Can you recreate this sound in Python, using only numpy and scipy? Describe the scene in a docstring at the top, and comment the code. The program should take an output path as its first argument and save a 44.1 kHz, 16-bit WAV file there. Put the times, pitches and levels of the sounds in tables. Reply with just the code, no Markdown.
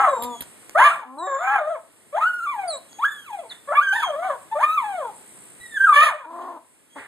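"""Between a carport and a tin shed, a small dog whines and yelps a metre from a handheld camera.
Its vocal folds sing cries that swoop up and slide down; under strain a second vibration and a rasp
break in. It makes thin, high whistling tones, mostly through its nose, grumbles through its closed
muzzle and huffs air. Walls echo the cries. Behind them lie light clicks, soft bumps of the hand
on the camera, faint outdoor air and a high insect-like hiss."""
import sys
import numpy as np
from scipy import signal
from scipy.fft import rfft, irfft, next_fast_len
from scipy.io import wavfile
from scipy.ndimage import uniform_filter1d, minimum_filter1d

SR = 44100
rng = np.random.default_rng(int(sys.argv[2]) if len(sys.argv) > 2 else 0)


def wrap_up_sound(samples):
    """Save the sound to the file named by the first command line argument, as 16-bit audio."""
    columns = np.atleast_2d(samples).T
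    # keep every value between -1 and 1, then stretch to whole-number steps
    tamed = np.clip(columns, -1, 1)
    steps = np.round(tamed * 32767).astype(np.int16)
    wavfile.write(sys.argv[1], SR, steps)


N = 311978
T = np.arange(N) / SR
TOP_HZ = 13900

# open-mouthed cries: overtone slope/dB per octave, then a list of (t/s, pitch/Hz, level/dB)
CRY_CURVES = [ (-21, [(0.0, 793, -12.5), (0.012, 834.7, -13.5), (0.03, 815, -13), (0.068, 702.6, -14),
              (0.086, 607, -14), (0.185, 450, -27.5)]), (-11, [(0.75, 599.6, -28.5), (0.76, 620, -11),
              (0.824, 1071, -14), (0.864, 1198, -6.5), (0.902, 1190, -20.5), (0.92, 1460, -23),
              (0.934, 1364, -31), (0.972, 599, -36.5), (1.05, 391.6, -39.5)]), (-13.5, [(1.27, 574, -25.5),
              (1.344, 540.5, -27.5), (1.4, 587.5, -33)]), (-13.5, [(1.4, 639.2, -26.5),
              (1.438, 746.5, -23.5), (1.54, 845.4, -17.5), (1.572, 792, -20.5), (1.606, 671.5, -24)]),
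              (-17.5, [(1.606, 628, -21.5), (1.64, 579.5, -30.5), (1.71, 673.6, -20), (1.74, 634.6, -26),
              (1.785, 413.0, -44)]), (-21.5, [(2.127, 566.3, -38), (2.153, 624.7, -21.5),
              (2.213, 1193, -19), (2.265, 1453, -20.5), (2.377, 1448, -38.5), (2.411, 1338, -31),
              (2.449, 1395, -31), (2.475, 1150, -27.5), (2.511, 1158, -31), (2.567, 834, -29),
              (2.691, 679, -25.5), (2.785, 493.7, -41)]), (-27.5, [(2.988, 779, -34.5), (3.036, 1207, -24),
              (3.054, 1647, -23.5), (3.1, 1772, -38), (3.232, 1592, -60.5), (3.318, 839, -32.5),
              (3.342, 818, -32.5), (3.41, 634, -36.5), (3.444, 480.2, -46), (3.47, 440, -42)]),
              (-16, [(3.676, 553, -37.5), (3.716, 591, -17.5), (3.754, 1117, -25), (3.794, 1211, -9),
              (3.832, 1608, -28), (3.924, 1527, -20.5), (3.962, 1800, -29.5), (3.996, 1747, -28),
              (4.07, 741, -25.5), (4.1, 639.5, -30)]), (-19.5, [(4.1, 626, -25.5), (4.15, 560, -30.5),
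              (4.246, 757.4, -24.5), (4.27, 754, -26), (4.308, 575.7, -23.5), (4.36, 479.4, -37)]),
              (-22.5, [(4.513, 854, -38.5), (4.529, 889.6, -19), (4.555, 888, -37.5)]),
              (-19.5, [(4.555, 580.4, -21.5), (4.583, 615, -27.5), (4.597, 790, -25.5),
              (4.637, 1195, -12.5), (4.661, 1219, -23), (4.763, 1285, -23.5), (4.833, 908, -26),
              (4.841, 860, -26.5), (4.957, 749, -28), (5.041, 492.5, -28), (5.1, 414, -32.5)]),
              (-29, [(5.6, 1940, -58), (5.642, 1939, -44), (5.694, 1854, -58.5), (5.762, 1756, -33),
              (5.78, 1571, -22.5), (5.854, 1586, -14.5), (5.88, 1274, -8.5), (5.922, 1204, -15.5),
              (5.93, 1187, -12.5)]), (-9.5, [(5.93, 1154, -22), (5.976, 1138, -5), (6.036, 1262, -13.5),
              (6.08, 1214, -18.5), (6.112, 839.5, -33.5), (6.134, 599, -30), (6.184, 611.3, -43.5),
              (6.236, 484, -44), (6.26, 460, -43)]), ]
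# strained moments: start/s, end/s, the second vibration's first f/Hz, last f/Hz and level/dB,
# throat rasp/dB, teeth rasp/dB (levels compared with the cry)
STRAINS = [(-.02, 0.102, 515, 505, 5, -8.5, -33), (0.782, 0.912, 660, 443, -3, -11, -19.5),
           (0.919, 1.041, 560, 500, -21.5, -17.5, -53), (1.406, 1.6, 500, 540, -3, -12, -35.5),
           (2.164, 2.249, 620, 600, -20, -14.5, -36), (3.021, 3.07, 620.3, 600, -34, -23.5, -45),
           (3.721, 3.77, 598.7, 580, 3, -23.5, -53), (3.931, 4.039, 803.2, 960, 0.5, -19, -9.5),
           (4.222, 4.35, 470, 420, -7, -19.5, -27), (4.593, 4.659, 617.6, 600, -10, -22.5, -26.5),
           (5.937, 6.015, 575, 600, 1, -29, -15.5), (6.024, 6.117, 620, 540, -2.5, -11, -12),
           (6.3, 7.03, 560, 520, -20, -2.5, -40)]
# the voice catches or flares for an instant: t/s, level change/dB
VOICE_CATCHES = [(0.109, -11.5), (0.752, 5.5), (.765, -5.5), (.9, 1.5), (.945, 5.5), (2.199, -11),
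                 (3.022, -1), (3.035, 6), (3.1, -16), (3.202, -0.5), (3.805, -15), (4.017, -3.5),
                 (4.034, 4.5), (4.648, 2), (4.745, -6), (4.764, -7), (4.778, 4.5), (5.792, -23), (5.811, 4),
                 (5.866, -11)]
# the background sinks after the two loudest yelps: t/s, depth/dB
BACKGROUND_DIPS = [(.93, 13), (6.07, 13)]
# the hiss rises once into a trill: start/s, end/s, lift/dB, pulse rate/Hz
HISS_TRILL = (5.17, 6.2, 3.6, 62)
# thin, high whistling tones, mostly through the nose (the one at 4.0 s is a cry's overtone):
# start/s, end/s, first pitch/Hz, last pitch/Hz, level/dB, octave level/dB
HIGH_WHISTLES = [(0.085, 0.271, 3885, 3700, -50, -42.5), (0.253, 0.402, 3770, 3340, -49.5, -50.5),
                 (1.186, 1.272, 4065, 3720, -46, -44), (1.26, 1.492, 3673, 3560, -57, -46.5),
                 (2.68, 2.761, 4786, 3820, -36, -34), (2.766, 2.781, 3784, 4150, -39, -33),
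                 (2.89, 2.993, 3330, 3332, -55.5, -55), (3.497, 3.529, 4404, 3500, -37.5, -75),
                 (4.0, 4.11, 3534, 3170, -35.5, -51), (6.9, 6.998, 3218, 3340, -60, -67.5)]
# grumbles: start/s, end/s, first, middle and last pitch/Hz, middle level/dB, rise over the grumble/dB
MUZZLE_GRUMBLES = [(.185, 0.366, 227.9, 244, 228, -30.5, -5), (1.051, 1.175, 252, 260, 286, -42.5, 2.5),
                   (1.17, 1.277, 281.6, 350, 392, -28.5, 8), (6.257, 6.584, 305, 366, 306, -35, 1.5),
                   (6.958, 6.994, 282, 285, 212, -38, -10)]
# light clicks: t/s, snap level/dB, decay/s, woody knock level/dB
LIGHT_CLICKS = [(0.223, -20.5, 0.0051, -69), (0.234, -24, 0.011, -34.5), (0.407, -17.5, 0.0052, -62.5),
                (.42, -36, 0.0083, -36.5), (.695, -27.5, 0.0008, -28), (2.929, -52, 0.0015, -37)]
# the hand bumps the camera: t/s, level/dB
HAND_BUMPS = [(0.764, -52), (5.591, -50), (5.691, -65.5), (5.81, -47.5)]
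# puffs of breath: t/s, rise/s, decay/s, throat level/dB, teeth level/dB
BREATH_HUFFS = [(3.497, 0.016, 0.03, -42.5, -48), (6.391, .03, 0.014, -65, -56),
                (6.938, 0.05, 0.081, -38, -64)]
# echoes from nearby walls: delay/s, level/dB
WALL_ECHOES = [(.0068, -21.5), (0.0146, -12), (0.024, -39), (0.035, -49.5)]
# timing at the two microphone openings: f/Hz, left ahead of right/radians
MIC_PHASE = [(0, 3.1), (130, 1.8), (280, 1.0), (520, .55), (1200, .15), (1720, -.4), (2000, -.9),
             (2330, -2.5), (4130, -6.3), (9470, -18.4), (14000, -28.6)]
# loudness at those openings: f/Hz, left minus right/dB
MIC_BALANCE = [(60, 6), (110, -4.5), (200, 3.5), (370, 0), (680, 3.5), (1240, 1.5), (2280, -4.5),
               (4180, -1.0), (7660, -1), (14000, -1)]

# Tone colours say how strong each frequency is. All have the columns f/Hz, level/dB.
THROAT_TONE = [(150, -54), (320, -4.5), (440, -39), (600, -9.5), (1150, 16), (1700, 3), (2300, -2.5),
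               (3300, -9.5), (4600, -46.5), (6700, -12), (10000, -39.5), (14000, -51.5)]  # throat with the mouth open
TEETH_TONE = [(1500, -33.5), (2500, 2.5), (3250, 12.5), (3800, 0), (5000, -12.5), (6700, 1), (8200, -20),
              (10200, 5.5), (14000, -22)]  # air rushing past the teeth
VOWEL_TONE = [(440, -24), (600, -3.5), (900, 4.5), (1150, 6), (1400, -1.5), (1700, 3), (2000, -16.5),
              (2300, -4), (2700, -10.5), (3300, -9), (4600, -28.5)]  # how the throat shapes the three strong harmonics
BUZZ_TONE = [(1500, -62.5), (2300, -22), (2750, -40.5), (3400, -33.5), (4800, -63.5), (6700, -47),
             (9000, -56), (11500, -45.5), (14000, -60)]  # buzz of the closing vocal folds
AIR_TONE = [(30, -34.5), (60, -17.5), (90, -6), (130, -6), (300, -2.5), (700, -9), (1300, -10.5),
            (2500, -11), (4200, -19), (5500, -21.5), (7000, -20.5), (11000, -13), (14000, -27)]  # outdoor air
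HISS_TONE = [(6000, -47.5), (7200, -12), (7800, -1.5), (8800, 1), (9500, -7), (10800, -23)]  # insect-like hiss
MUZZLE_TONE = [(130, -47), (200, -27), (245, -1.5), (370, -14.5), (480, -7), (720, -7), (1000, 2),
               (1200, -8.5), (1400, -19.5), (1900, -24), (2600, -22), (5000, -35.5)]  # closed mouth
SNAP_TONE = [(300, 11), (1200, -5), (3500, 13.5), (6000, -18.5), (8500, 7), (9900, 13), (11200, 9.5),
             (12600, 12), (14000, 16)]  # bright part of a click
KNOCK_TONE = [(400, -10), (1500, -6.0), (4000, -8.5), (7000, -9), (12000, -25.5)]  # its woody part
BUMP_TONE = [(20, -15.5), (50, -2), (100, 2), (180, -5), (600, -46), (3000, -79)]  # hand on the camera
HUFF_TONE = [(200, -20.5), (600, -12.5), (1200, -9.5), (1850, -0.5), (2500, -12.5), (3500, -22.5),
             (5000, -33), (14000, -44)]  # breath in the throat


def undb(db):
    """Turn decibels into a factor to multiply by."""
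    return 10 ** (np.asarray(db) / 20)


def unit(x):
    """Scale a signal to an average power of 1."""
    return x / np.sqrt(np.mean(x ** 2) + 1e-18)


def tone_db(tone, hz):
    """Look up a table's level at any frequency, on a scale of octaves."""
    f, db = np.transpose(tone)
    return np.interp(np.log(np.maximum(hz, 1)), np.log(f), db)


def noise(tone):
    """Noise of power 1 with the given tone colour."""
    n = next_fast_len(N, True)
    gains = undb(tone_db(tone, np.fft.rfftfreq(n, 1 / SR)))
    return unit(irfft(rfft(rng.standard_normal(n)) * gains, n)[:N])


def wander(rate):
    """A smooth random wobble of size about 1 that takes `rate` steps a second."""
    step = max(int(SR / rate), 1)
    stairs = np.repeat(rng.standard_normal(N // step + 1), step)
    return unit(uniform_filter1d(stairs, step)[:N])


def gate(t, start, end, edge):
    """Fade in around start and out around end, each over `edge` seconds."""
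    return np.sin(np.pi / 2 * np.clip(np.minimum(t - start, end - t) / edge + .5, 0, 1)) ** 2


def track(rows, edge):
    """Join timed points into curves; give one call's sample positions, fade and curves."""
    times, *columns = np.transpose(rows)
    i = np.flatnonzero((T > times[0] - edge) & (T < times[-1] + edge))
    return i, gate(T[i], times[0], times[-1], edge), [np.interp(T[i], times, c) for c in columns]


def stretch(start, end, edge):
    """Sample positions, fade and progress (0 to 1) of one short sound."""
    i, fade, (progress,) = track([(start, 0), (end, 1)], edge)
    return i, fade, progress


def arch(progress):
    """A hump: 0 at both ends, 1 in the middle."""
    return 4 * progress * (1 - progress)


def burst(start, rise, decay):
    """Swell up, then die away."""
    return np.clip((T - start) / rise, 0, 1) ** 2 * np.exp(-np.maximum(T - start - rise, 0) / decay)


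def phase_of(hz):
    """How far a vibration has turned, in radians."""
    return 2 * np.pi * np.cumsum(hz) / SR


def strain(calm_rasp_db=-29, calm_teeth_db=-40):
    """What strain adds: a second vibration's pitch and strength, and rasp in the throat and teeth."""
    hz, second = np.full(N, 550.), np.zeros(N)
    rasp, teeth = np.full(N, undb(calm_rasp_db)), np.full(N, undb(calm_teeth_db))
    for start, end, first_hz, last_hz, second_db, rasp_db, teeth_db in STRAINS:
        fade = gate(T, start, end, edge=.018)
        hz = np.where(fade > 0, np.interp(T, [start, end], [first_hz, last_hz]), hz)
        second += fade * undb(second_db)
        rasp += fade * undb(rasp_db)
        teeth += fade * undb(teeth_db)
    return hz, second, rasp, teeth


def throat_levels(hz, total_db, slope_db, third_db=-3):
    """Share the level among three harmonics (multiples of the pitch), favouring the throat's ring."""
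    k = np.arange(1, 4)[:, None]
    shape = slope_db * np.log2(k) + tone_db(VOWEL_TONE, k * hz) + third_db * (k > 2)
    return total_db + shape - 20 * np.log10(np.linalg.norm(undb(shape), axis=0))


def vocal_folds(hz, phase, harmonic_db, effort, flicker_db, fray, mouth_hz=1950, mouth_db=6.5):
    """Three strong harmonics, lifted where the open mouth rings, over a thin, rough buzz."""
    out = 0
    for k in range(1, 17):
        strong = undb(harmonic_db[k - 1]) if k <= len(harmonic_db) else 0
        octaves_away = np.log2(k * hz / mouth_hz)
        ring = undb(mouth_db * np.exp(-(octaves_away / .77) ** 2))
        buzz_db = tone_db(BUZZ_TONE, k * hz) + np.roll(flicker_db, k * len(hz) // 7)
        buzz = undb(buzz_db) * effort ** .26  # grows only slowly with effort
        buzz *= np.minimum(hz / 1800, 1) ** 2  # slack folds close softly
        wave = np.sin(k * phase + np.sqrt(k - 1) * fray)
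        out += (strong * ring + buzz * (k > 1)) * wave * (k * hz < TOP_HZ)
    return out


def second_vibration(hz, phase, second_hz, second_phase):
    """A second vibration mixes with the voice, adding tones at their sums and differences."""
    gains, waves = [], []
    for k in range(4):
        for sign in (-1, 1) if k else (1,):
            gains.append(undb(tone_db(THROAT_TONE, abs(k * hz + sign * second_hz))) / max(k, 1))
            waves.append(np.sin(k * phase + sign * second_phase))
    return np.sum(np.multiply(gains, waves), axis=0) / np.linalg.norm(gains, axis=0)


def cries(shimmer_db=2.5, flicker_db=4, press_db=7, catch_s=.009, bass_cut_hz=430):
    """The vocal folds sing gliding yelps, while rasping air pulses once per vibration."""
    out, pitch = np.zeros(N), np.zeros(N)
    second_hz, second, rasp, teeth = strain()
    calls = [track(rows, edge=.008) for _, rows in CRY_CURVES]
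    for i, _, (hz, _) in calls:
        pitch[i] = hz
    # uneven vibrations roughen the overtones, most of all under strain
    jitter = .006 * wander(900) + .06 * rasp * wander(450) + .009 * wander(70)
    phase = phase_of(pitch * (1 + jitter))
    second_phase = phase_of(second_hz * (1 + .018 * wander(300)))
    breath = rasp * noise(THROAT_TONE) + teeth * noise(TEETH_TONE)
    breath *= 1 + .5 * np.cos(phase)
    shimmer = undb(shimmer_db * wander(120))
    flicker, fray = flicker_db * wander(70), .17 * wander(700)
    # strain presses the folds together, which brightens the cry
    brighten_db = press_db * np.tanh((teeth + .34 * rasp) / undb(-22))
    # the second vibration and the rasp take their share of the power
    shared_db = 10 * np.log10(1 + second ** 2 + rasp ** 2)
    for (slope_db, _), (i, fade, (hz, db)) in zip(CRY_CURVES, calls):
        catch_db = sum(change * np.exp(-((T[i] - t) / catch_s) ** 2) for t, change in VOICE_CATCHES)
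        harmonic_db = throat_levels(hz, db - shared_db[i] + catch_db, slope_db + brighten_db[i])
        effort = np.linalg.norm(undb(harmonic_db), axis=0)
        voice = vocal_folds(hz, phase[i], harmonic_db, effort, flicker[i], fray[i])
        voice += effort * second[i] * second_vibration(hz, phase[i], second_hz[i], second_phase[i])
        out[i] += fade * (np.sqrt(2) * shimmer[i] * voice + effort * breath[i])
    # the cries carry almost no bass
    return signal.sosfilt(signal.butter(4, bass_cut_hz, "high", fs=SR, output="sos"), out)


def microphones(x):
    """The camera body shifts the timing and loudness of each frequency between left and right."""
    n = next_fast_len(N, True)
    hz = np.fft.rfftfreq(n, 1 / SR)
    lead = np.interp(hz, *np.transpose(MIC_PHASE))
    lean_db = tone_db(MIC_BALANCE, hz)
    left, right = np.exp(1j * lead) * undb(lean_db / 2), undb(-lean_db / 2)
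    return irfft(rfft(x, n) * np.array([left, right]), n)[:, :N]


def yard(x, tail_s=.36, tail_db=-17, spread_db=-23, dull_hz=3500):
    """Wall echoes beat against the gliding pitch; the carport adds a short, dull tail."""
    def tail():
        ring = signal.lfilter(*signal.butter(1, dull_hz, fs=SR), rng.standard_normal(SR))
        ring *= undb(-60 * T[:SR] / tail_s) * np.clip(T[:SR] / .0038, 0, 1)
        return signal.fftconvolve(x, ring / np.linalg.norm(ring))[:N]
    walls = sum(undb(db) * np.interp(T - delay, T, x, left=0) for delay, db in WALL_ECHOES)
    near = microphones(x + walls + undb(tail_db) * tail())
    return near + undb(spread_db) * np.array([tail(), tail()])


def outdoor_air():
    """Faint air: a slowly swelling noise on both sides, plus a steady one for each side."""
    swelling = microphones(noise(AIR_TONE) * undb(wander(2.19)))
    return swelling + undb(-4) * np.array([noise(AIR_TONE), noise(AIR_TONE)])


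def insect_hiss(trill_depth=.23):
    """A high, narrow hiss that flickers and rises once into a fast trill."""
    start, end, lift_db, pulse_hz = HISS_TRILL
    fade = gate(T, start, end, edge=.12)
    trill = undb(lift_db * fade) * (1 + trill_depth * fade * np.sin(2 * np.pi * pulse_hz * T))
    return np.array([noise(HISS_TONE), noise(HISS_TONE)]) * undb(2 * wander(15)) * trill


def background(gain_db=-51, sink_s=.11, recover_s=1.65):
    """Air and hiss sink together twice and creep back."""
    dip_db = sum(depth * burst(t, sink_s, recover_s) for t, depth in BACKGROUND_DIPS)
    return undb(gain_db - dip_db) * (undb(-1) * outdoor_air() + insect_hiss())


def whistles(flutter_db=3, gain_db=2.25, weaker_ends_db=2.5):
    """Thin, high tones, mostly through the nose, swell and fade, each with a tone an octave above."""
    out = np.zeros(N)
    wobble, flutter = 1 + .0022 * wander(540), flutter_db * wander(70)
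    for start, end, first_hz, last_hz, db, octave_db in HIGH_WHISTLES:
        i, fade, progress = stretch(start, end, edge=.01)
        hz = last_hz + (first_hz - last_hz) * (1 - progress) ** 2.2  # glides fast, then settles
        phase = phase_of(hz * wobble[i])
        swell = undb(gain_db + flutter[i] - weaker_ends_db * (1 - arch(progress)))
        out[i] += fade * swell * (undb(db) * np.sin(phase) + undb(octave_db) * np.sin(2 * phase))
    return out


def grumbles(weaker_ends_db=6.5):
    """Low moans through the closed muzzle; strain makes them gravelly."""
    out = np.zeros(N)
    _, _, rasp, _ = strain()
    wobble = 1 + (.006 + .055 * rasp) * wander(260)
    hoarse = undb(-6) * rasp * noise(MUZZLE_TONE)
    k = np.arange(1, 6)[:, None]  # five harmonics
    for start, end, first_hz, middle_hz, last_hz, middle_db, rise_db in MUZZLE_GRUMBLES:
        i, fade, progress = stretch(start, end, edge=.0089)
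        bend_hz = middle_hz - (first_hz + last_hz) / 2
        hz = first_hz + (last_hz - first_hz) * progress + bend_hz * arch(progress)
        db = middle_db + rise_db * (progress - .5) - weaker_ends_db * (1 - arch(progress))
        phase = phase_of(hz * wobble[i])
        gains = undb(tone_db(MUZZLE_TONE, k * hz))
        voice = np.sqrt(2) * np.sum(gains * np.sin(k * phase), axis=0) / np.linalg.norm(gains, axis=0)
        out[i] += fade * undb(db) * (voice + hoarse[i])
    return out


def clicks(rise_s=.00036):
    """Small, bright taps, such as from claws or a collar buckle."""
    snap, knock = noise(SNAP_TONE), noise(KNOCK_TONE)
    return sum(burst(t, rise_s, decay) * (undb(snap_db) * snap + undb(knock_db) * knock)
               for t, snap_db, decay, knock_db in LIGHT_CLICKS)


def bumps(rise_s=.012, decay_s=.025):
    """Dull thuds of the hand on the camera, with separate noise on each side."""
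    loudness = sum(undb(db) * burst(t, rise_s, decay_s) for t, db in HAND_BUMPS)
    return loudness * np.array([noise(BUMP_TONE), noise(BUMP_TONE)])


def huffs():
    """Puffs of air through the dog's throat and teeth, with no voice in them."""
    throat, teeth = noise(HUFF_TONE), noise(TEETH_TONE)
    return sum(burst(t, rise, decay) * (undb(throat_db) * throat + undb(teeth_db) * teeth)
               for t, rise, decay, throat_db, teeth_db in BREATH_HUFFS)


def scene(cry_gain_db=-1.5):
    """The dog and the clicks echo in the yard, over the background and the bumps."""
    dog = undb(cry_gain_db) * cries() + grumbles() + whistles() + huffs()
    return yard(dog + clicks()) + background() + bumps()


def record(dry, ceiling=.95, window=441):
    """The camera's limiter turns down loud peaks, and the highest treble is cut steeply."""
    needed_gain = np.minimum(1, ceiling / (np.abs(dry).max(axis=0) + 1e-9))
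    smooth_gain = uniform_filter1d(minimum_filter1d(needed_gain, window), window)
    treble_cut = signal.ellip(10, .2, 80, TOP_HZ, fs=SR, output="sos")
    return signal.sosfilt(treble_cut, dry * smooth_gain)


dry = scene()
out = record(dry)
wrap_up_sound(out)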